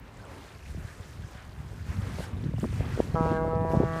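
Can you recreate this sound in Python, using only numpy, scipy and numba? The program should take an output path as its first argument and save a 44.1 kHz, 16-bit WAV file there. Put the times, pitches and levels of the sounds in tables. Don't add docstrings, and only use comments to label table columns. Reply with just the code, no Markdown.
import sys
import numpy as np
from scipy import signal
from scipy.fft import rfft, irfft
from scipy.io import wavfile
from scipy.ndimage import uniform_filter1d
from numba import njit

SR = 44100
rng = np.random.default_rng(int(sys.argv[2]) if len(sys.argv) > 2 else 0)


def master_out(mix):
    frames = np.transpose(np.atleast_2d(mix))
    ceiling = np.clip(frames, -1, 1)
    pcm = np.round(ceiling * 32767).astype(np.int16)
    wavfile.write(sys.argv[1], SR, pcm)


def gain_from_decibels(decibels):
    exponent = np.asarray(decibels, float) / 20
    return 10 ** exponent


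N = 176400

# (multiple of the pitch [-], level [dB])
STRAIGHT_TONES = [(1, -0.5), (2, -10), (3, 3.5), (4, 0), (5, -2.5), (6, -0.5), (7, -6.5), (8, -6.5),
                  (9, -13), (10, -18), (11, -29.5), (12, -31), (13, -25), (14, -40), (15, -33.5), (16, -38),
                  (17, -33)]
# (multiple of the pitch [-], level [dB])
BENT_TONES = [(1, 5), (2, -7), (3, -16), (4, -2), (5, -10), (6, -33), (7, -6), (8, -15), (9, -14.5),
              (10, -12), (11, -13), (12, -20), (13, -34), (14, -28.5), (15, -42), (16, -49), (17, -37)]
# (time [s], pitch [Hz], dip centre [Hz], dip depth [dB])
HORN_PATH = [
    (3.15, 165.5, 1800, -9),
    (3.19, 161.8, 1780, -7),
    (3.24, 161.3, 1750, 16),
    (3.36, 160.4, 1710, -18),
    (3.475, 162.1, 1140, 22),
    (3.52, 161.8, 1460, 8),
    (3.63, 162.2, 1380, 17),
    (3.8, 163, 1370, 7.5),
    (4, 163, 1300, -7),
]
# (time [s], dip centre [Hz], dip depth [dB])
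FOG_BANKS = [
    (3.15, 820, -4.5),
    (3.28, 800, 1),
    (3.36, 960, 5),
    (3.43, 1350, 2),
    (3.48, 820, 5),
    (3.54, 650, -4.5),
    (3.68, 700, -2),
    (3.8, 960, 5),
    (4, 990, 3),
]
# (time [s], rumble level [dB])
GUSTS = [(0.0, -39), (0.05, -45.5), (0.61, -42), (0.8, -33.5), (0.95, -45.5), (1.25, -37), (1.29, -43),
         (1.63, -38), (1.77, -40.5), (1.98, -36), (2.3, -39.5), (2.51, -32), (2.99, -32), (3.125, -33),
         (3.15, -29), (3.7, -31), (3.79, -31), (4.0, -37)]
# (centre time [s], peak level [dB], swing rate [Hz], swings [-])
SLOW_PUFFS = [(.318, -37, 98, 1.3), (.70, -30, 77.4, 2), (.79, -30, 144.7, 3.4), (.85, -30, 110, 0.89),
              (1.004, -31.5, 89.4, 0.85), (1.2, -28.5, 89, 2.2), (1.245, -32, 116, 1.5),
              (1.354, -30, 99, 0.48), (1.604, -30, 119, 1.4), (1.905, -22, 82, 1.2), (1.99, -21.5, 99, 2.2),
              (2.031, -22.5, 96, 2.3), (2.072, -22, 93.5, 1.05), (2.196, -24.5, 114, 1),
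              (2.337, -23, 81, 1.44), (2.41, -24.5, 110.6, 3.4), (2.462, -18.5, 155, 1.53),
              (2.49, -27, 150, 1.6), (2.517, -28, 92, 1.8), (2.545, -25, 130, 1.6),
              (2.565, -23.5, 101, 1.9), (2.59, -23, 153, 1.1), (2.637, -17.5, 204, 3.7),
              (2.74, -25, 94, 1.5), (2.803, -14.5, 73.4, 0.77), (2.864, -24, 89, 2.4),
              (2.948, -21, 111, 1.98), (3.145, -15.5, 134, 1.05), (3.209, -12, 172, 0.54),
              (3.265, -25, 110, 1.6), (3.306, -20, 122, 1.1), (3.35, -30, 118, 2.66),
              (3.556, -18.5, 112, 1.5), (3.613, -21.5, 101, 2.57), (3.749, -17, 150, 0.76),
              (3.758, -21, 150, 0.92), (3.773, -12.5, 154.8, 1.16), (3.803, -14.5, 190, 0.64),
              (3.812, -30, 162, 0.46), (3.841, -21, 112, 0.78), (3.857, -19.5, 119, 0.8)]
# (centre time [s], peak level [dB], swing rate [Hz], swings [-])
QUICK_FLICKS = [(.748, -32.5, 330, 0.67), (1.191, -47, 400, 0.88), (1.732, -39, 400, 1.2),
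                (2.056, -34, 400, 0.78), (2.187, -26.5, 513, 1.9), (2.196, -32, 740, 2.2),
                (2.205, -27, 530, 2.13), (2.44, -38, 400, 1.4), (2.538, -26.5, 476, 1.4),
                (2.584, -32, 523, 2.6), (2.633, -21.5, 330, 0.77), (2.643, -19.5, 574, 2.16),
                (2.642, -22, 1110, 0.49), (2.653, -23.5, 330, 3.8), (2.729, -32.5, 400, 1),
                (2.808, -23, 440, 1.06), (2.827, -29, 443, 1.6), (2.862, -33, 450, 1.5),
                (2.881, -29, 514, 1.6), (2.977, -22, 450, 1.3), (2.99, -25, 380, 1.4),
                (2.997, -14, 282, 1.88), (3.003, -8, 420, 0.98), (3.084, -38, 430, 1.4),
                (3.147, -17, 396, 0.62), (3.261, -19, 408, 6.2), (3.321, -17.5, 380, 5.6),
                (3.452, -25, 450, 4.6), (3.48, -22, 500, 3), (3.5, -34, 550, 2), (3.534, -21, 423, 2.21),
                (3.651, -20.5, 500, 3.77), (3.705, -22, 560, 1.36), (3.717, -19, 560, 2),
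                (3.736, -16, 348, 1), (3.742, -15.5, 626, 1.6), (3.751, -14.5, 503, 0.76),
                (3.763, -19, 493, 1.9), (3.798, -22, 580, 1.4), (3.803, -16, 330, 1.2),
                (3.807, -14.5, 497, 1.31), (3.815, -17.5, 390, 1.17), (3.825, -22, 516, 1.44),
                (3.835, -14, 460, 2.02), (3.963, -24.5, 470, 0.86)]
# (time [s], level [dB], tilt [dB per octave])
WAVES = [(0, -65.5, -3), (.27, -56.5, -1.7), (.55, -56.5, -1), (1.84, -59, -1.25), (1.88, -53.5, 0.5),
         (2.08, -54, -1), (2.24, -49.5, 0.5), (2.28, -56.5, -2.4), (2.53, -60.5, -2), (2.61, -52.5, 2.5),
         (2.68, -54.5, 1.5), (2.85, -51, -0.6), (3.36, -57.5, -3.5), (3.4, -63, -3), (3.66, -62.5, 0.5),
         (3.72, -51.5, 2), (3.83, -57.5, -1), (4, -53, -0.5)]
# (frequency [Hz], density [dB per Hz])
FOAM_COLOUR = [
    (120, -31),
    (200, -6.5),
    (407, -6),
    (534, -9),
    (1680, -9),
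    (3120, -18),
    (7480, -21.5),
    (13400, -30),
    (15500, -27),
]
# (time [s], peak level [dB], pitch [Hz], ring length [cycles])
CLOSE_BUBBLES = [(.173, -49, 7600, 8), (.2, -47, 1530, 12), (.24, -43, 1390, 8), (0.252, -43.5, 7800, 5.4),
                 (0.661, -42.5, 2500, 6), (.705, -44, 10000, 3), (.755, -50, 6000, 3),
                 (1.236, -43, 1550, 8), (1.68, -60, 4000, 4), (2.204, -40, 12000, 1.2),
                 (2.239, -38.5, 1500, 7.8), (2.565, -50, 2750, 20), (2.6, -33.5, 7000, 3.4),
                 (2.921, -41.5, 1850, 12), (2.954, -41, 1400, 15), (3.115, -52, 4100, 17),
                 (3.14, -49, 4000, 15)]


def set_level(x, db):
    return x * gain_from_decibels(db) / np.sqrt(np.mean(x ** 2))


def curve(table, col):
    rows = np.array(table)
    return np.interp(np.arange(N) / SR, rows[:, 0], rows[:, col])


def walk(rate):
    hold = int(SR / rate)
    steps = np.repeat(rng.standard_normal(N // hold + 1), hold)
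    smooth = uniform_filter1d(uniform_filter1d(steps, hold), hold)[:N]
    return smooth / smooth.std()


@njit
def moving_filter(x, hz, damp):
    low, band = np.empty(len(x)), np.empty(len(x))
    band_state, low_state = 0., 0.
    for i in range(len(x)):
        g = np.tan(np.pi * hz[i] / SR)
        v = (band_state + g * (x[i] - low_state)) / (1 + g * (g + damp))
        low[i], band[i] = low_state + g * v, damp * v
        band_state, low_state = 2 * v - band_state, low_state + 2 * g * v
    return low, band


def horn_path(tones, wavers, turns, cut_db, start_rad):
    tone = 0
    for (multiple, db), (waver_db, waver_rad) in zip(tones, wavers):
        strength = gain_from_decibels(db + waver_db - cut_db[multiple])
        tone = tone + strength * np.sin(multiple * turns + start_rad + waver_rad)
    return tone


def horn():
    on = int(3.149 * SR)
    since = np.arange(N - on) / SR
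    hz, dip_hz, dip_db = (curve(HORN_PATH, col)[on:] for col in range(1, 4))
    bank_hz, bank_db = (curve(FOG_BANKS, col)[on:] for col in range(1, 3))
    turns = 2 * np.pi * np.cumsum(hz) / SR
    dip_width_hz, shimmer_db, shimmer_rad = 74, 0.29, 0.019
    wavers, cut_db = [], {}
    for k, _ in STRAIGHT_TONES:
        wavers.append((np.sqrt(8 * k) * shimmer_db * walk(9)[on:], k * shimmer_rad * walk(9)[on:]))
        bank_cut = bank_db * np.exp(-((k * hz - bank_hz) / dip_width_hz) ** 2 / 2)
        bounce_cut = dip_db * np.exp(-((k * hz - dip_hz) / dip_width_hz) ** 2 / 2)
        cut_db[k] = bank_cut + bounce_cut
    # (tones, lag [s], rise [s], level [dB], drift [dB per s], start phase [rad])
    paths = ((STRAIGHT_TONES, 0, 0.012, -26.5, -12, -0.38), (BENT_TONES, 0.12, 0.4, -36, 3.5, -2.03))
    out = np.zeros(N)
    for tones, lag, rise, db, drift_db, start_rad in paths:
        tone = set_level(horn_path(tones, wavers, turns, cut_db, start_rad), db)
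        fade_in = np.clip((since - lag) / rise, 0, 1)
        out[on:] += tone * fade_in * gain_from_decibels(drift_db * np.maximum(since - lag, 0))
    return out


def rumble():
    gust = curve(GUSTS, 1)
    octaves = 0.0537 * (gust + 40) + 0.24 * walk(20)
    hz = np.clip(130 * 2 ** octaves, 30, 900)
    low = rng.standard_normal(N)
    for stage in (1.1, 1.5, 2.2):
        low = moving_filter(low, stage * hz, 1.74)[0]
    low = low - moving_filter(low, np.full(N, 45.), 4.3)[0]
    even = low / np.sqrt(uniform_filter1d(low ** 2, size=SR // 8))
    flutter_db = 2 * walk(22.1)
    return set_level(even * gain_from_decibels(flutter_db), -0.29) * gain_from_decibels(gust)


def eddies(table, ragged):
    swirl_oct, snap = 0.54, 0.34
    out = np.zeros(N + SR)
    wander = np.clip(walk(150), -1.5, 1.5)
    noise = rng.standard_normal(N + SR)
    for s, db, hz, swings in table:
        half, i = int(max(swings, .3) / hz * SR), int(s * SR)
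        u = np.arange(-half, half) / half
        bell = np.cos(np.pi * u / 2) ** 2
        pace = hz * 2 ** (swirl_oct * wander[i] * u + 0.3 * (bell - 1))
        phase = 2 * np.pi * np.cumsum(pace) / SR
        phase = phase - phase[half] + 4.19 + .5 * wander[i]
        torn = moving_filter(noise[i:i + 2 * half], 1.28 * pace, 1.02)[0]
        torn = moving_filter(torn, 1.55 * pace, 1.28)[0]
        torn = moving_filter(torn, 0.87 * pace, 2.15)[1] * bell
        mix = np.clip(ragged * (swings - 1), 0, 1)
        smooth = bell * np.sin(phase - snap * np.sin(phase))
        swing = (1 - mix) * smooth + mix * torn / np.abs(torn).max()
        out[i - half:i + half] += gain_from_decibels(db) * swing
    return moving_filter(out[:N], np.full(N, 1230.), 1.4)[0]


def puffs():
    return eddies(SLOW_PUFFS, 0.13)


def flicks():
    return eddies(QUICK_FLICKS, 0.76)


def crackle():
    per_s = 70
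    when, size, pitch, swings = rng.random((int(per_s * 4), 4)).T
    when = .05 + 3.9 * when
    gust = curve(GUSTS, 1)[(when * SR).astype(int)]
    db = -46.5 + 1.77 * (gust + 35) + 12 * (size - .5)
    hz = 330 * 2 ** (1.2 * (pitch - .5))
    return eddies(np.array([when, db, hz, 1.07 + 2.2 * swings]).T, 0.76)


def wash():
    colour = np.array(FOAM_COLOUR)
    tilt, spray = curve(WAVES, 2), walk(22)
    out, shared = 0, walk(11.0)
    for hz in 200 * 2 ** np.arange(0, 6.5, 1 / 3):
        shared = 0.81 * shared + 0.78 * walk(8.73)
        db = np.interp(np.log(hz), np.log(colour[:, 0]), colour[:, 1])
        db = db + tilt * np.log2(hz / 5000)
        db = db + 1.2 * shared + 1.78 * walk(25.14) + 1.04 * spray
        centre = np.full(N, hz)
        band = moving_filter(rng.standard_normal(N), centre, 0.51)[1]
        out = out + gain_from_decibels(db) * moving_filter(band, centre, 0.51)[1]
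    return set_level(out, 7.28) * gain_from_decibels(curve(WAVES, 1))


def drops():
    per_s = 300
    out = np.zeros(N + SR)
    swell = gain_from_decibels(curve(WAVES, 1) + 63.5)
    for when, pitch, size, ring in rng.random((int(per_s * 4), 4)):
        hz, i, cycles = 900 * 2 ** (3.9 * pitch), int(when * N), 1 + 3.55 * ring
        u = np.arange(int(4 * cycles * SR / hz)) * hz / SR
        ping = np.sin(2 * np.pi * u * (1 + .01 * u)) * np.exp(-u / cycles * 0.72)
        size_db = min(-3 * np.log(size + 1e-9), 7)
        db = -60 + size_db - 2.5 * abs(np.log2(hz / 3000))
        out[i:i + len(u)] += swell[i] * gain_from_decibels(db) * ping
    return out[:N]


def pops():
    out = np.zeros(N + SR)
    for s, db, hz, cycles in CLOSE_BUBBLES:
        i = int(s * SR)
        u = np.arange(int(4 * cycles * SR / hz)) * hz / SR
        ring = np.sin(2 * np.pi * u * (1 + 0.00194 * u)) * np.exp(-u / cycles)
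        out[i:i + len(u)] += gain_from_decibels(db) * ring * np.minimum(u, 1)
    return out[:N]


def scene():
    wind = rumble() + puffs() + flicks() + crackle()
    water = wash() + drops() + pops()
    return (horn() + wind + water)[None]


def low_pass(x):
    return signal.sosfilt(signal.butter(12, 15940, fs=SR, output="sos"), x)


def record(dry):
    bass_cut = signal.butter(3, 53.6, "high", fs=SR, output="sos")
    heard = signal.sosfilt(bass_cut, dry)
    heard = heard + gain_from_decibels(-73) * rng.standard_normal(dry.shape)
    hz = np.arange(N // 2 + 1) * SR / N
    mix = irfft(rfft(heard) * (hz < 15300), N)
    return low_pass(mix)


dry = scene()
out = record(dry)
master_out(out)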